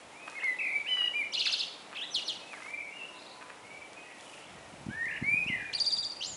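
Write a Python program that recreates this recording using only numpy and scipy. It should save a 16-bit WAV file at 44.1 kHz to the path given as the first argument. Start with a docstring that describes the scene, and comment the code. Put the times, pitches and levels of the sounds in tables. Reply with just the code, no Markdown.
"""A blackbird sings in front: near-sine pitch paths with a faint octave make its fluted notes, slurs, warbles,
rolls, swoops and high trills, with one reedy partial stack; smeared echoes from walls and leaves answer it.
Far birds whistle and chatter in short gliding sines, and a soft hoot sounds once, over noise-band town rumble.
Snaps ring woody modes close by, a hand-held recorder ticks with bright clicks, leaves and cloth rustle as grains,
and wind hits the recorder's port as low noise and single puffs."""
import sys
import numpy as np
from scipy import signal
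from scipy.io import wavfile

SR = 44100
rng = np.random.default_rng(int(sys.argv[2]) if len(sys.argv) > 2 else 0)


def wav_record(signal):
    """Record a signal, one row per channel, as 16-bit PCM in the file named by sys.argv[1]."""
    frames = np.transpose(np.atleast_2d(signal))
    bounded = np.clip(frames, -1, 1)
    # unit amplitude maps onto the largest positive 16-bit level
    quanta = np.round(bounded * 32767).astype(np.int16)
    wavfile.write(sys.argv[1], SR, quanta)


N = 280476


def from_db(db):
    """Amplitude ratio of a level in dB."""
    return 10 ** (np.asarray(db) / 20)


def rms_one(x):
    """Scale a signal to an RMS of 1."""
    return x / np.sqrt(np.mean(x ** 2) + 1e-20)


def band(x, low_hz, high_hz):
    """Band-pass filter with gentle skirts."""
    return signal.sosfilt(signal.butter(2, [low_hz, high_hz], "band", fs=SR, output="sos"), x)


def drift(rate_hz):
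    """Slow random wander of RMS 1: noise through two equal one-pole low-passes."""
    r = np.exp(-2 * np.pi * rate_hz / SR)
    settled = signal.lfilter([1], [1, -2 * r, r * r], rng.standard_normal(N + SR))[SR:]
    return rms_one(settled)


def glide(t, s, v):
    """Smooth path through points: level at each inner turning point, never overshooting, as muscles move."""
    step = np.diff(v) / np.diff(s)
    product = step[1:] * step[:-1]
    inner = np.where(product > 0, 2 * product / (step[1:] + step[:-1] + 1e-12), 0)
    slope = np.r_[step[0], inner, step[-1]]
    k = np.clip(np.searchsorted(s, t) - 1, 0, len(s) - 2)
    h = s[k + 1] - s[k]
    u = (t - s[k]) / h
    ease = (v[k + 1] - v[k]) * u * u * (3 - 2 * u)
    bend = h * u * (1 - u) * (slope[k] * (1 - u) - slope[k + 1] * u)
    return v[k] + ease + bend


def columns(rows):
    """Sample numbers of a note and its columns glided along them."""
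    s, *rest = np.transpose(rows)
    at = np.arange(int(s[0] * SR), min(int(s[-1] * SR), N))
    return at, [glide(at / SR, s, c) for c in rest]


def slur(start, length, turn, first_hz, turn_hz, last_hz, db, edge_db):
    """Three-point path: the level peaks at the turn and starts and ends edge_db under it."""
    turn_s = start + length * np.clip(turn, .1, .9)
    return [(start, first_hz, db - edge_db), (turn_s, turn_hz, db), (start + length, last_hz, db - edge_db)]


def add(out, at, hz, level_db, partials):
    """Sum of (multiple, dB) partials on a moving pitch, faded in and out over 2 ms."""
    phase = 2 * np.pi * np.cumsum(hz) / SR
    fade = np.clip(np.minimum(at - at[0], at[-1] - at) / 90, 0, 1)
    for multiple, db in partials:
        in_range = multiple * hz < SR / 3
        # the root of two makes the level an RMS level
        out[at] += np.sqrt(2) * fade * from_db(level_db + db) * np.sin(multiple * phase) * in_range


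SPELL_EDGE_S = 0.077


def spells(t, rows):
    """How far (0-1) each spell, given by its start and length, is under way at times t."""
    return np.array([np.clip(np.minimum(t - row[0], row[0] + row[1] - t) / SPELL_EDGE_S + .5, 0, 1)
                     for row in rows])


SCATTER_T60_S = 0.72
# Wall echoes, before the treble lift: delay [t/s], level [level/dB], smear [t/s]
WALL_ECHOES = [(0.011, -6.5, 0.007), (0.028, -13, 0.0085), (0.044, -9, 0.0029), (.073, -11.5, 0.0022),
               (.12, -18.5, .018), (0.189, -26, 0.017), (.268, -34, 0.027)]


def garden(x, wet_db):
    """A few smeared wall echoes and a diffuse tail scattered by leaves, added to the direct sound."""
    t = np.arange(SR) / SR
    tail = rng.standard_normal(SR) * from_db(-60 * t / SCATTER_T60_S) * np.clip((t - .004) / 0.027, 0, 1)
    tail = from_db(wet_db) * tail / np.sqrt(np.sum(tail ** 2))
    for delay, db, width in WALL_ECHOES:
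        smear = rng.standard_normal(SR) * np.exp(-((t - delay) / width) ** 2)
        tail += from_db(db) * smear / np.sqrt(np.sum(smear ** 2))
    bright_tail = signal.lfilter([1, -.15], [1], tail)  # leaves scatter the highs best
    return x + signal.fftconvolve(x, bright_tail)[:N]


# Shape of the town's spectrum: centre [f/Hz], relative density [level/dB per Hz]
TOWN_SPECTRUM = [(15, -65), (25, -54), (152, -9.5), (186, -17.5), (228, 2), (272, -6.5), (453, -2.5),
                 (584, -1), (697, -1.5), (876, -2), (1020, -4.5), (1610, -9.5), (2300, -8), (3120, -14),
                 (10800, -26.5), (14100, -63), (22000, -120)]
TOWN_DB = -51.5  # RMS of all bands together
# Thin hum: pitch [f/Hz], level before its lift and waver [level/dB]
HUM = [(301.5, -67.5)]


def town():
    """Far traffic and air as half-octave noise bands that waver slightly together, with a thin hum."""
    rumble, edges = 0, 22 * 2 ** np.arange(0, 9.2, .5)
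    white = rng.standard_normal((2, N))  # alternate bands use separate noise
    spectrum_hz, spectrum_db = np.transpose(TOWN_SPECTRUM)
    together = drift(2.95)
    for k, (low, high) in enumerate(zip(edges, edges[1:])):
        level_db = np.interp(np.log(low * high) / 2, np.log(spectrum_hz), spectrum_db)
        rumble = rumble + from_db(level_db + 0.46 * together) * band(white[k % 2], low, high)
    t = np.arange(N) / SR
    hum = sum(from_db(db + 2.5 + 2.9 * drift(15.0)) * np.sin(2 * np.pi * hz * t) for hz, db in HUM)
    return from_db(TOWN_DB) * rms_one(rumble) + hum


# Wind on the port, calm and then gusty: time [t/s], level before the gusts waver [level/dB]
WIND_PATH = [(0, -72.5), (4.44, -72), (4.58, -56), (4.7, -61), (4.85, -52), (5.0, -58), (5.15, -62),
             (5.3, -56), (5.5, -54), (5.86, -67), (6.11, -60), (6.25, -70), (6.36, -56)]
# Wind puffs on the port: time [t/s], peak [level/dB]
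PUFFS = [(4.558, -43), (4.74, -39), (4.814, -42), (4.867, -28.5), (4.888, -25.5), (4.897, -29.5),
         (4.911, -34), (4.945, -43), (5.067, -43), (5.218, -34), (5.226, -23), (5.245, -36), (5.268, -40),
         (5.285, -36), (5.343, -32), (5.464, -32.5), (5.501, -27), (5.532, -36.5), (5.562, -42),
         (5.627, -42)]
PUFF_HZ = 197.6


def wind():
    """Low noise in small lumpy gusts; each puff is a suck and a rebound, a short wave under a bell curve."""
    level_db = np.interp(np.arange(N) / SR, *np.transpose(WIND_PATH))
    out = from_db(level_db + 3.1 * drift(7.6)) * rms_one(band(rng.standard_normal(N), 55, 190))
    offset = np.arange(-400, 900)
    t = offset / SR
    puff = np.cos(2 * np.pi * PUFF_HZ * t + 0.23) * np.exp(-(2.14 * PUFF_HZ * t - .1) ** 2)
    for s, db in PUFFS:
        at = np.clip(int(s * SR) + offset, 0, N - 1)
        out[at] -= from_db(db) * puff
    return out


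RUSTLE_DB = -63.0  # steady level
# Livelier rustling: start [t/s], length [t/s], lift over steady [level/dB]
RUSTLE_SPELLS = [(.27, 0.14, 3.5), (2.5, 0.23, 4.8), (4.18, 0.24, 5.2)]


def rustle():
    """Dense tiny clicks of leaves and cloth: random grains in a treble band."""
    lift_db = np.transpose(RUSTLE_SPELLS)[2] @ spells(np.arange(N) / SR, RUSTLE_SPELLS)
    size = from_db(0.7 * np.minimum(rng.exponential(1, N), 4))
    grains = size * rng.standard_normal(N) * (rng.random(N) < .2)
    return from_db(RUSTLE_DB + lift_db) * rms_one(band(grains, 2470, 11100))


CHATTER_DB, CHATTER_HZ = -75, 2517  # steady level and centre, between spells
CHATTER_SPREAD_DB = 11  # full range from the softest to the loudest chip
# Spells of louder chatter: start [t/s], length [t/s], lift over steady [level/dB], centre [f/Hz]
CHATTER_SPELLS = [(.4, 1.6, 10.5, 2976), (3.149, 0.17, 14, 3790), (3.6, 0.41, 10, 2534),
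                  (4.0, 0.53, 15.4, 2597)]


def chatter():
    """Blurred far birds: many short chips at random moments, louder and moved in pitch during spells."""
    out, (_, _, more_db, spell_hz) = np.zeros(N), np.transpose(CHATTER_SPELLS)
    for when, high, slant, loud in rng.random((1100, 4)):
        start = when * (N / SR - .03)
        under_way = spells(start, CHATTER_SPELLS)
        centre_hz = CHATTER_HZ + under_way @ (spell_hz - CHATTER_HZ)
        pitch = centre_hz * (1 + 0.568 * (high - .5))
        at, (path,) = columns([(start, pitch), (start + 0.0078, pitch * (1 + 0.28 * (slant - .4)))])
        level_db = CHATTER_DB + under_way @ more_db + CHATTER_SPREAD_DB * (loud - .5)
        add(out, at, path, level_db, [(1, 0.0082)])
    return out


# Far whistles: start [t/s], length [t/s], turn [share 0-1], start, turn and end pitch before the 0.99 tuning
# and waver [f/Hz], peak before the level waver [level/dB]
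FAR_NOTES = [(0.001, 0.11, .3, 3250, 3290, 3330, -64), (0.119, .17, 0.62, 2180, 2560, 2610, -51),
             (0.306, 0.16, .4, 2566, 2560, 2520, -52), (0.51, 0.059, .3, 4040, 3950, 3530, -63),
             (2.407, 0.1, .6, 2620, 2643, 2640, -49.5), (2.619, 0.13, .6, 2010, 2348, 2370, -42),
             (2.706, .19, .4, 2364, 2362, 2198, -41.5), (2.76, .14, .5, 2500, 2600, 2510, -53),
             (2.7, 0.25, 0.43, 1990, 2200, 2040, -51.5), (2.909, 0.083, .5, 2673, 2830, 2900, -47),
             (2.989, 0.072, .45, 2846, 2678, 2900, -41.5), (3.626, 0.2, .6, 2120, 2310, 2364, -52),
             (3.758, .12, 0.27, 2370, 2336, 2276, -51.5), (3.961, 0.104, .3, 2523, 2546, 2565, -50.5),
             (4.036, 0.15, 0.14, 1965, 1963, 1945, -56.5), (4.549, 0.2, 0.4, 1910, 1915, 1805, -61),
             (4.89, 0.074, .54, 2260, 2265, 2230, -57), (5.531, 0.171, 0.85, 2390, 2515, 2440, -43)]
FAR_EDGE_DB, FAR_WAVER_HZ = 5.5, 25.5  # drop at each end; RMS pitch waver before tuning
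# Far chip runs: start [t/s], end [t/s], gap [t/s], middle level before scatter and waver [level/dB],
# first and last starting pitch before the 0.98 tuning and scatter [f/Hz]
CHIP_RUNS = [(3.142, 3.348, .024, -56, 3420, 3970), (4.287, 4.43, .042, -54.5, 2590, 2310)]
CHIP_S, CHIP_RISE = 0.014, 1.2  # chip length and pitch ratio from start to end
CHIP_SPREAD_DB, CHIP_SPREAD = 2.5, .04  # scatter of level, and of pitch as a share


def far_birds():
    """Plain whistles wavering in pitch and runs of short rising chips, all with a flickering level."""
    out, waver = np.zeros(N), FAR_WAVER_HZ * drift(9.1)
    for row in FAR_NOTES:
        at, (hz, db) = columns(slur(*row, FAR_EDGE_DB))
        add(out, at, hz + waver[at], db, [(0.99, 0.01)])
    for start, end, gap, db, first_hz, last_hz in CHIP_RUNS:
        for s, (loud, high) in zip(np.arange(start, end, gap), rng.standard_normal(size=(16, 2))):
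            hz = np.interp(s, [start, end], [first_hz, last_hz]) * (1 + CHIP_SPREAD * high)
            at, (path,) = columns([(s, hz), (s + CHIP_S, hz * CHIP_RISE)])
            add(out, at, path, db + CHIP_SPREAD_DB * loud, [(0.98, 0)])
    return out * from_db(3.6 * drift(38) - 3.0)


# Faint hoot: start [t/s], length [t/s], turn [share 0-1], start, turn and end pitch [f/Hz],
# peak before the level waver [level/dB]
HOOT = (3.1, .55, .6, 1004, 1006, 1000, -57)


def hoot():
    """One soft plain tone of nearly steady pitch whose level wavers."""
    out = np.zeros(N)
    at, (hz, db) = columns(slur(*HOOT, edge_db=6.5))
    add(out, at, hz, db + 4.2 * drift(7.1)[at], [(1, 0)])
    return out


# Dull twig snaps close by: time [t/s], relative strength [level/dB]
SNAPS = [(.281, -28.5), (0.33, -40), (0.435, -32), (.974, -32), (0.993, -41), (1.02, -34), (1.496, -37),
         (1.921, -41), (1.935, -31), (2.539, -32), (2.604, -36.5), (2.624, -35), (2.666, -36), (3.418, -37),
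         (3.426, -35.5), (3.503, -35)]
# Bright ticks under the fingers: time [t/s], relative strength [level/dB]
TICKS = [(0.2993, -37), (.3174, -44), (0.4428, -35.5), (2.633, -42), (3.9323, -40), (4.2097, -39.5),
         (4.3424, -43), (5.0565, -40), (5.4442, -43)]
# Woody modes of a snapping twig: pitch [f/Hz], relative strength [level/dB], time to fall 60 dB [t/s]
TWIG_MODES = [(730, -24, 0.0075), (1262, -2, 0.013), (1690, 9.5, 0.0036), (2440, -6.5, 0.016)]
CREAK_S, CREAK_DB = .005, -3.5  # typical lead and relative level of the crack before each snap
SNAP_WET_DB = -11.5


def handling():
    """Snaps, each led by a fainter crack, ring a few woody modes; ticks are bare bright clicks."""
    snaps = np.zeros(N)
    creaks = [(s - CREAK_S * rng.uniform(0.63, 1.34), db + CREAK_DB) for s, db in SNAPS]
    s, db = np.transpose(SNAPS + creaks)
    for hz, mode_db, t60 in TWIG_MODES:
        clicks = np.full(N, 1e-18)
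        clicks[(s * SR).astype(int)] = from_db(db + mode_db - 6.0 + rng.normal(0, 1.9, len(s)))
        r, w = from_db(-60 / (t60 * SR)), 2 * np.pi * hz / SR
        snaps += signal.lfilter([0, np.sin(w)], [1, -2 * r * np.cos(w), r * r], clicks)
    s, db = np.transpose(TICKS)
    ticks = np.full(N, 1e-18)
    ticks[(s * SR).astype(int)] = from_db(db + 17.0)
    return garden(band(snaps, 690, 5100), SNAP_WET_DB) + band(ticks, 2700, 7200)


# Resonance near the beak: centre [f/Hz], width [f/Hz], strength against the fundamental [level/dB]
BEAK = (10500, 4500, -35.5)


def flute(hz, overtone_db):
    """A near-sine with its octave; faint upper partials show only where they meet the beak resonance."""
    beak_hz, width_hz, beak_db = BEAK
    upper = [(k, beak_db - 9.5 * ((k * hz - beak_hz) / width_hz) ** 2) for k in (3, 4, 5)]
    return [(1, 0.0034), (2, overtone_db)] + upper


OCTAVE_DB_PER_OCT = 11  # octave overtone's gain as a note dips under its median pitch
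OCTAVE_STAYS = 0.75  # dB regained against the fundamental for each dB the note softens
THROAT_HZ, THROAT_DB_PER_OCT = 1790, 52  # below the throat's range the octave takes over


def voiced(at, hz, db, overtone_db):
    """A fluted note; the lower or softer it gets, the more its octave shows."""
    out = np.zeros(N)
    dip = OCTAVE_DB_PER_OCT * np.log2(np.median(hz) / hz)
    throat = THROAT_DB_PER_OCT * np.maximum(np.log2(THROAT_HZ / hz), 0)
    softening = OCTAVE_STAYS * (db.max() - db)
    add(out, at, hz, db, flute(hz, overtone_db + dip + throat + softening))
    return out


def sing_path(overtone_db, rows):
    """One fluted note along a path of time, pitch and level."""
    at, (hz, db) = columns(rows)
    return voiced(at, hz, db, overtone_db)


# The bird's levels below all stand before its shimmer; octave levels stand before the voice shapes them.
# Held notes: octave against the fundamental [level/dB], path of time [t/s], pitch [f/Hz], level [level/dB]
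HELD_NOTES = [ (-30.5, [(.345, 2065, -48), (.365, 2192, -40), (.385, 2110, -37.5), (.408, 1308, -59.5),
              (.425, 1943, -37.5), (.44, 2188, -30.5), (.48, 2028, -31.5), (.53, 1993, -32),
              (.545, 1810, -47)]), (-35, [(1.135, 2230, -38.5), (1.16, 2406, -29), (1.2, 2368, -28),
              (1.235, 2063, -34)]), (-31.5, [(1.945, 2160, -64), (1.955, 3450, -42), (1.962, 5300, -65),
              (1.972, 3370, -35), (1.98, 2510, -39), (1.99, 3290, -36.5), (2.003, 2610, -41),
              (2.02, 3286, -30.5), (2.048, 4010, -40), (2.06, 3300, -44), (2.085, 3940, -48),
              (2.11, 3600, -58)]), (-39, [(5.23, 2027, -37.5), (5.26, 2220, -32.5), (5.33, 2382, -23),
              (5.4, 2514, -30), (5.435, 2424, -34)]), (-25.5, [(5.732, 6730, -66), (5.74, 4140, -23.5),
              (5.745, 5810, -51), (5.751, 4460, -22), (5.76, 4790, -27), (5.772, 4100, -39)])]


def held_notes():
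    """Longer fluted notes, each following its own pitch path."""
    return sum(sing_path(overtone_db, path) for overtone_db, path in HELD_NOTES)


SLUR_EDGE_DB = 6.0
# Short slurs: start [t/s], length [t/s], turn [share 0-1], start, turn and end pitch [f/Hz],
# peak [level/dB], octave against the fundamental [level/dB]
SLURS = [(1.454, 0.011, 0.3, 1900, 2725, 1880, -25, -18), (1.464, 0.00765, 0.5, 2280, 1640, 1070, -34, -41),
         (1.372, 0.016, 0.42, 2820, 2890, 2930, -29, -22), (1.955, 0.018, 0.34, 1760, 2700, 2040, -38, -22),
         (2.015, .04, 0.7, 1510, 1976, 2000, -44, -27), (2.505, 0.082, 0.32, 2650, 2350, 1560, -45, -27),
         (5.465, .03, 0.68, 2496, 2840, 3100, -31.5, -26), (5.729, 0.01, 0.57, 4010, 2920, 2520, -32, -9.5),
         (6.206, 0.018, .45, 2530, 2940, 3400, -36.5, -11)]


def slurs(rows=SLURS):
    """Quick fluted glides, loudest at the turn."""
    return sum(sing_path(row[-1], slur(*row[:-1], SLUR_EDGE_DB)) for row in rows)


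# Falling swoop, the two sides of the syrinx: time from its mark [t/s], pitch [f/Hz], level before gain [level/dB]
SWOOP_SIDES = [
    [(-.046, 5920, -57), (-.026, 6100, -48), (-.01, 5560, -41), (.004, 4740, -38.5), (.017, 3523, -33),
     (.026, 2955, -34.5)],
    [(-.01, 5200, -63), (0, 4260, -28.5), (.012, 3350, -32), (.027, 2960, -34.5), (.039, 2828, -39.5),
     (.051, 2190, -49)],
]
# Swoop repeats: mark [t/s], gain [level/dB]
SWOOPS = [(2.149, 1.5), (2.284, -1.7)]
SWOOP_OVERTONE_DB = -22.5


def swoops():
    """Falling cries in which both sides of the syrinx sound overlapping paths."""
    return sum(sing_path(SWOOP_OVERTONE_DB, np.array(side) + [mark, 0, gain_db])
               for mark, gain_db in SWOOPS for side in SWOOP_SIDES)


# Trill syllable: position [share of length], pitch [f/Hz], level before gain [level/dB]
TRILL_SYLLABLE = [(-.08, 7600, -44), (.02, 5900, -36.5), (.15, 4400, -27), (.52, 4790, -26.5),
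                  (.8, 4680, -28.5), (1.0, 4350, -38)]
# Trill repeats: mark [t/s], length [t/s], gain [level/dB]
TRILLS = [(5.8, .029, 2.0), (5.862, .029, 1.0), (5.922, .026, -1.0), (5.983, .022, -2.5),
          (6.047, .021, -4.0), (6.118, .018, -8.0)]
# Lower slur leading into each syllable but the last: start from the mark [t/s], then the columns of SLURS
LEAD_IN = (-.021, .018, .35, 4060, 3800, 3300, -35.5, -12)
TRILL_OVERTONE_DB = -26


def trills():
    """High syllables on one stretched shape, each but the last led in by a lower slur."""
    lead_ins = [(mark + LEAD_IN[0], *LEAD_IN[1:]) for mark, *_ in TRILLS[:-1]]
    syllables = sum(sing_path(TRILL_OVERTONE_DB, np.array(TRILL_SYLLABLE) * [length, 1, 1] + [mark, 0, gain_db])
                    for mark, length, gain_db in TRILLS)
    return syllables + slurs(lead_ins)


# Warbles: (a crest [t/s], swing rate [f/Hz], lift at the widest crests [level/dB],
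# octave against the fundamental [level/dB]), path of time [t/s], centre [f/Hz], level [level/dB], swing [f/Hz]
WARBLES = [((.595, 39.9, 2.6, -38), [(.586, 2520, -33, 150), (.6, 2470, -30, 190), (.64, 2310, -31.5, 250),
           (.7, 2200, -32, 170), (.74, 2250, -29.5, 110), (.76, 2310, -24.5, 10), (.79, 2300, -33.5, 0),
           (.82, 2290, -31.5, 0)]), ((5.115, 37.0, -4.0, -42), [(4.89, 1400, -54, 0),
           (4.92, 1620, -45.5, 0), (4.97, 1800, -41.5, 0), (5.035, 1880, -30.5, 20), (5.07, 2000, -35, 210),
           (5.11, 2200, -37, 520), (5.15, 2300, -44, 630), (5.182, 2250, -36, 580)]),
           ((5.576, 49.0, .2, -38), [(5.488, 2296, -35, 0), (5.51, 2068, -31, 16),
           (5.575, 1927, -36.5, 140), (5.62, 1790, -39.5, 180), (5.665, 1680, -46, 120)]),
           ((1.637, 77.0, 4.0, -25), [(1.632, 3200, -39, 560), (1.655, 3500, -50, 480)]),
           ((6.232, 88.0, -8.5, -34), [(6.221, 2600, -48, 400), (6.229, 4550, -37, 1260),
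           (6.258, 5750, -42, 1140), (6.27, 6950, -42, 200), (6.281, 7420, -41, 0), (6.3, 7180, -41, 0),
           (6.358, 6260, -51, 0)])]


def warbles(rows=WARBLES):
    """Fluted notes whose pitch swings as a cosine, with the level tied to the swing."""
    out = np.zeros(N)
    for (crest, rate, crest_db, overtone_db), path in rows:
        at, (hz, db, swing) = columns(path)
        turns = (at / SR - crest) * rate
        if overtone_db is None:  # a roll syllable
            overtone_db = ROLL_OVERTONE_DB - ROLL_OVERTONE_FALL_DB * np.clip(turns + .5, 0, 1)
        wave = swing * np.cos(2 * np.pi * turns)
        out += voiced(at, hz + wave, db + crest_db * wave / swing.max(), overtone_db)
    return out


# Roll syllable: time from its first crest [t/s], centre before the pitch factor [f/Hz],
# level before gain [level/dB], swing before the pitch factor [f/Hz]
ROLL_SYLLABLE = [(-.021, 2720, -57, -9), (-.012, 2872, -38, -3), (.002, 4350, -30, 747),
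                 (.013, 3696, -26, 740), (0.026, 2980, -35.5, 471), (.046, 2870, -37, 254)]
# Roll repeats: first crest [t/s], gain [level/dB], pitch factor [ratio]
ROLLS = [(1.34, -1.5, 1), (1.397, 1.5, 1.01), (1.461, 2, 1.02), (1.527, 0.5, 1.03), (1.596, -2.5, 1.04)]
ROLL_PER_S, ROLL_CREST_DB = 69, 2  # swings per second, lift at the widest crests
ROLL_OVERTONE_DB, ROLL_OVERTONE_FALL_DB = -15, 10  # reedy lead-in, purer across the first crest


def rolls():
    """Repeated warbled syllables that die away, each at its own pitch factor."""
    return warbles([((mark, ROLL_PER_S, ROLL_CREST_DB, None),
                     np.array(ROLL_SYLLABLE) * [1, pitch, 1, pitch] + [mark, 0, gain_db, 0])
                    for mark, gain_db, pitch in ROLLS])


# Reedy note's third partial: time [t/s], pitch [f/Hz], level before the stack's own [level/dB]
REED_PATH = [(0.86, 2304, -37), (0.875, 2796, -37), (0.89, 3043, -34.5), (0.93, 2990, -33),
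             (0.99, 2948, -30), (1.02, 2860, -34), (1.06, 2950, -32.5), (1.083, 2830, -31)]
# Reedy partials: multiple of the fundamental [ratio], relative level [level/dB]; the first row stays silent
REED_STACK = [(1, -27), (2, -11), (3, 3), (4, -22.5), (5, -26), (6, -33), (7, -39), (8, -53), (9, -35),
              (10, -35), (11, -41)]


def reedy_note():
    """One reedy note: a stack strongest at its third partial, with no fundamental."""
    out = np.zeros(N)
    at, (hz, db) = columns(REED_PATH)
    add(out, at, hz / 3, db, REED_STACK[1:])
    return out


SHIMMER_DB, SHIMMER_PER_S = 1.6, 17  # RMS depth and drift rate


def blackbird():
    """The near song: all its notes and syllables; moving air makes the level shimmer."""
    song = held_notes() + slurs() + swoops() + trills() + warbles() + rolls() + reedy_note()
    return song * from_db(SHIMMER_DB * drift(SHIMMER_PER_S) - 2.0)


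NEAR_WET_DB, FAR_WET_DB = -10, -4.0  # diffuse tails: far birds sit deeper in the garden


def scene():
    """Mix the near and far birds with the hoot, the background air and the close handling."""
    birds = garden(blackbird(), NEAR_WET_DB) + garden(far_birds() + chatter(), FAR_WET_DB)
    air = town() + wind() + rustle()
    return (birds + hoot() + air + handling())[None]


CUTOFF_HZ = 11000


def record(dry):
    """The small microphone loses the deep bass; the top is cut steeply."""
    thin = signal.sosfilt(signal.butter(2, 55.0, "high", fs=SR, output="sos"), dry)
    return signal.sosfilt(signal.ellip(12, .3, 75, CUTOFF_HZ, fs=SR, output="sos"), thin)


dry = scene()
out = record(dry)
wav_record(out)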